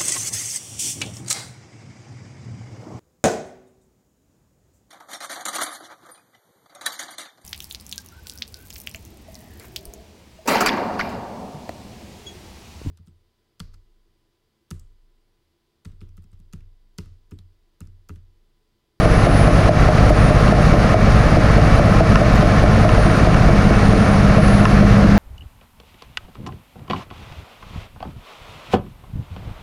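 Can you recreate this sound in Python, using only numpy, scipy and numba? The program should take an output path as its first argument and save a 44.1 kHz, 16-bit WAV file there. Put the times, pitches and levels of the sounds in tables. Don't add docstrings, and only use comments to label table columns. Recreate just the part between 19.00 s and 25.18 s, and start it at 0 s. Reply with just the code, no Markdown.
import sys
import numpy as np
from scipy import signal
from scipy.fft import rfft, irfft, next_fast_len
from scipy.io import wavfile
from scipy.ndimage import uniform_filter1d
from numba import njit

SR = 44100
rng = np.random.default_rng(int(sys.argv[2]) if len(sys.argv) > 2 else 0)


def level_to_linear(level):
    exponent = np.asarray(level, float) / 20
    return 10 ** exponent


def dump(signal):
    limited = np.clip(np.atleast_2d(signal).T, -1, 1)
    pcm = np.round(limited * 32767).astype(np.int16)
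    wavfile.write(sys.argv[1], SR, pcm)


N = 272538

# time_s, firing_hz, blade_load [0-1]
CRANK = [
    (0, 100.8, 0),
    (1, 101, .05),
    (1.45, 100.1, .45),
    (2.4, 100.4, .42),
    (3.8, 100.8, .45),
    (4.3, 100.7, .55),
    (4.75, 99.9, .88),
    (5.2, 99.9, .95),
    (6.18, 100.3, 1),
]
CYLINDERS = 6


def level(x, db):
    return x * level_to_linear(db) / np.sqrt(np.mean(x ** 2))


def curves(table):
    time_s, *columns = np.transpose(table)
    return [np.interp(np.arange(N) / SR, time_s, column) for column in columns]


def band(x, hz, width_hz):
    return signal.lfilter(*signal.iirpeak(hz, hz / width_hz, SR), x)


def steep(x, hz, width_hz):
    return band(band(x, hz, width_hz), hz, 2.56 * width_hz)


def walk(rate_hz):
    hold = int(SR / rate_hz)
    steps = np.repeat(rng.standard_normal(N // hold + 1), hold)
    slewed = uniform_filter1d(uniform_filter1d(steps, hold), hold)
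    return level(slewed[:N], 0)


def tone(hz, wobble, rate_hz):
    turns = np.cumsum(hz) / SR + .45 * rng.random()
    size = 1 + wobble * walk(rate_hz)
    return np.sqrt(2) * size * np.cos(2 * np.pi * turns + wobble * walk(rate_hz))


def grit():
    # start_s, peak_db
    ticks = [(0.7362, -50), (1.0964, -38), (1.4042, -39), (1.6651, -42), (2.9372, -41), (3.3568, -34),
             (4.115, -44), (4.1714, -39), (5.1562, -45)]
    impulses = np.zeros(N)
    for start_s, peak_db in ticks:
        impulses[int(start_s * SR)] += level_to_linear(peak_db)
    t = np.arange(SR // 200) / SR
    ring = np.sin(2 * np.pi * 13200 * t) + level_to_linear(4) * np.sin(2 * np.pi * 7000 * t)
    tick = np.exp(-t / .0004) * ring
    return level_to_linear(8.0) * signal.fftconvolve(impulses, tick)[:N]


def whistle():
    # time_s, blade_tone_hz
    turbo = [(0, 9795), (.3, 9768), (.75, 9700), (1.05, 9646), (1.3, 9626), (1.5, 9641), (1.85, 9691),
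             (2.26, 9669), (2.75, 9711), (3.1, 9713), (3.7, 9682), (4.0, 9624), (4.3, 9545), (4.55, 9529),
             (5.0, 9585), (5.45, 9750), (5.75, 9806), (6.18, 9895)]
    # pitch_hz, width_hz, rms_db on resonance
    duct = [
        (9757, 59, -40.5),
        (9605, 99, -44),
        (9800, 120, -59),
    ]
    hz, = curves(turbo)
    power = sum(level_to_linear(2 * db) / (1 + (2 * (hz - f) / width_hz) ** 2) ** 2 for f, width_hz, db in duct)
    return hz, 10 * np.log10(power)


def turbocharger():
    # pitch_hz, width_hz, rms_db
    hiss_bands = [
        (9660, 240, -52),
        (12700, 1200, -60),
        (14200, 1800, -65),
    ]
    hz, db = whistle()
    hiss = sum(level(steep(rng.standard_normal(N), f, width_hz), hiss_db) for f, width_hz, hiss_db in hiss_bands)
    return level_to_linear(db) * tone(hz, wobble=0.13, rate_hz=25) + hiss


def final_drive():
    # time_s, pitch_hz, rms_db
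    gear = [(0, 2284, -43), (2.2, 2282, -42), (4.2, 2270, -43), (5.1, 2252, -40), (5.4, 2260, -45),
            (6.18, 2275, -45)]
    hz, db = curves(gear)
    return level_to_linear(db) * tone(hz + 6 * walk(15), wobble=0.71, rate_hz=60)


def cab():
    # pitch_hz, width_hz, rms_db
    resonances = [(9, 8.6, -44), (20, 5.6, -25), (35.8, 8.8, -25), (49.8, 13.8, -20), (62.2, 15.5, -22.5),
                  (114.5, 36, -20.5), (172.8, 26.3, -23.5), (211.8, 20.8, -22.5), (279.8, 35.6, -28),
                  (318.7, 37, -32.5), (351, 16, -36), (446.3, 90, -27), (545, 47, -30), (628, 73, -26),
                  (723, 115, -26.5)]
    load = curves(CRANK)[1]
    rumble, boom, roar = (level_to_linear(db * (load - load.mean())) for db in (-2.5, 2.5, -1.4))
    out = 0
    for hz, width_hz, db in resonances:
        shaken = level(steep(rng.standard_normal(N), hz, width_hz), 0)
        if hz < 85:
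            shaken = band(np.tanh(2.8 * shaken), hz, 2 * width_hz)
        out = out + level(shaken, db) * (rumble if hz < 85 else boom if hz < 240 else roar)
    return out


def block():
    # pitch_hz, width_hz, rms_db
    modes = [(1053, 73, -34.5), (1294, 140, -32.5), (1752, 77, -38), (2690, 270, -41), (5530, 440, -50.5),
             (6500, 1200, -63)]
    # pitch_hz, density_db per Hz
    rush = [(500, -20), (850, -3.5), (938, -9.5), (1040, -0.5), (1310, 0), (1610, -4.5), (1780, -4),
            (2090, -7.5), (2280, -9), (3290, -17.5), (4550, -17), (5330, -20), (6500, -23), (7610, -32.5),
            (9000, -32.5), (11700, -65), (19800, -120)]
    firings = np.cumsum(curves(CRANK)[0]) / SR
    k = firings.astype(int)
    count = k[-1] + 1
    scatter_db = 4.4 * np.clip(rng.standard_normal(count), -2, 2)
    cylinder_db = 1.3 * rng.standard_normal(CYLINDERS)[np.arange(count) % CYLINDERS]
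    burst = level_to_linear(scatter_db + cylinder_db)[k] * np.exp(-(firings % 1) / 0.73)
    tick_db = 4.6 * rng.exponential(size=N) * (rng.random(N) < .05)
    grain = rng.standard_normal(N) * level_to_linear(tick_db)
    clatter = sum(level(steep((1.6 + burst) * grain, hz, width_hz), db) for hz, width_hz, db in modes)
    rush_hz, rush_db = np.transpose(rush)
    bin_hz = np.arange(1, N // 2 + 2) * SR / N
    colour = level_to_linear(np.interp(np.log(bin_hz), np.log(rush_hz), rush_db))
    air = rng.standard_normal(N) * (1 + 0.12 * burst) * level_to_linear(0.26 * walk(20))
    return clatter + level(irfft(rfft(air) * colour, N), -23.0)


def drone():
    firing_tones = [
        (1, -20, 0),
        (2, -36, 19.5),
        (3 / 2, -22.5, -1),
        (1 / 2, -22, -1),
    ]
    cycle_tones = [(2, -28), (5, -39), (7, -24), (8, -35), (10, -28), (13, -33), (15, -35), (16, -40),
                   (17, -40), (21, -47), (22, -47), (23, -48), (24, -45), (25, -43), (26, -44), (27, -41),
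                   (28, -40), (29, -43), (30, -41)]
    hz, load = curves(CRANK)
    firing = sum(level_to_linear(db + load * load_db) * tone(k * hz, wobble=0.12, rate_hz=5)
                 for k, db, load_db in firing_tones)
    cycle = sum(level_to_linear(db) * tone(k * hz / CYLINDERS, wobble=0.13, rate_hz=3.04) for k, db in cycle_tones)
    return level_to_linear(1.5) * (firing + cycle)


def blow(modes, detune):
    t = np.arange(SR // 4) / SR
    out = 0
    for (hz, db, t60_s), d in zip(modes, detune):
        swell = 1 - np.exp(-(t * hz / 1.2) ** 2)
        decay = np.exp(-np.log(1000) * t / t60_s)
        out = out + level_to_linear(db) * swell * decay * np.cos(2 * np.pi * hz * d * (t - .003))
    return out


def tracks():
    # start_s, ring_peak_db
    links = [(0.056, -7.5), (0.268, -8.5), (0.478, -7.5), (0.691, -1), (0.887, -4), (1.105, -4.5),
             (1.308, -8.5), (1.523, -5.5), (1.738, -9), (1.942, -2.5), (2.369, -10), (2.581, -9),
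             (2.795, -7.5), (3.006, -6), (3.215, -5), (3.428, -10), (3.638, -7.5), (3.85, -7.5),
             (4.063, -12.5), (4.271, -8), (4.49, -13.5), (4.706, -12), (4.933, -11), (5.38, -10.5),
             (5.612, -16), (5.826, -11), (6.04, -14)]
    # start_s, ring_peak_db
    slaps = [(0.394, -16), (1.584, -12), (2.257, -20), (2.88, -15), (3.979, -10.5), (5.52, -15.5)]
    # pitch_hz, level_db, t60_s
    ring = [
        (613, -5, .15),
        (690, -8, .1),
        (650, -9, .025),
    ]
    # pitch_hz, level_db, t60_s
    thud = [(108, -7, .15), (172, -6, .15), (285, -10, .15), (330, -9, .15), (441, -10, .1)]
    out = np.zeros(N + SR)
    for blows, thud_db in ((links, -4), (slaps, -11.5)):
        chance = rng.standard_normal((len(blows), len(ring) + len(thud) + 1))
        for (start_s, ring_db), c in zip(blows, chance):
            detune = 1 + .025 * c
            bright = level_to_linear(ring_db + 4.0) * blow(ring, detune)
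            dull = level_to_linear(thud_db + c[-1]) * blow(thud, detune[len(ring):])
            start = int(start_s * SR)
            out[start:start + len(bright)] += bright + dull
    return out[:N]


def scene():
    return (grit() + turbocharger() + final_drive() + cab() + block() + drone() + tracks())[None]


@njit
def follow(x, rise, fall):
    y, e = np.empty(len(x)), 0.
    for i in range(len(x)):
        e += (x[i] - e) * (rise if x[i] > e else fall)
        y[i] = e
    return y


def gain_control(x):
    heard = np.abs(signal.sosfilt(signal.butter(2, 300, "high", fs=SR, output="sos"), x))
    peak = follow(heard, 1 / (0.002 * SR), 1 / (0.049 * SR))
    gain = np.minimum(1, level_to_linear(-12.5) / (peak + 1e-9)) ** 0.76
    ahead = np.minimum(np.arange(N) + int(0.00073 * SR), N - 1)
    return x * uniform_filter1d(gain[ahead], size=128)


def resampling_image(x):
    mirror_hz = 24000
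    high = signal.hilbert(steep(x, 9700, 500), next_fast_len(N))[:N]
    return level_to_linear(-21) * np.real(np.conj(high) * np.exp(2j * np.pi * mirror_hz * np.arange(N) / SR))


def patches():
    # low_hz, high_hz, kept_db, masking_whistle_db
    slices = [
        (10300, 10650, -69, -49),
        (10650, 11050, -69, -58),
        (11050, 11400, -68, -59),
        (11400, 11750, -67, -52),
    ]
    whistle_db = whistle()[1] + 5 * walk(9) - 1
    out = 0
    for low_hz, high_hz, db, mask_db in slices:
        chance = np.repeat(rng.standard_normal(N // 1024 + 1), 1024)[:N]
        kept = whistle_db + 5 * chance < mask_db
        slice_filter = signal.ellip(5, .5, 60, [low_hz, high_hz], "band", fs=SR, output="sos")
        hiss = signal.sosfilt(slice_filter, kept * rng.standard_normal(N))
        out = out + level_to_linear(db) * hiss * np.sqrt(SR / 2 / (high_hz - low_hz))
    return out


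def top_cut(x):
    return signal.sosfilt(signal.butter(12, 15190, fs=SR, output="sos"), x)


def record(dry):
    x = gain_control(dry[0])
    x = x + resampling_image(x)
    x = x / (1 + np.abs(x / .96) ** 7) ** (1 / 7)
    dead_band = signal.ellip(5, .5, 60, [10300, 11800], "bandstop", fs=SR, output="sos")
    x = signal.sosfilt(dead_band, x) + patches()
    return top_cut(x[None])


dry = scene()
out = record(dry)
dump(out)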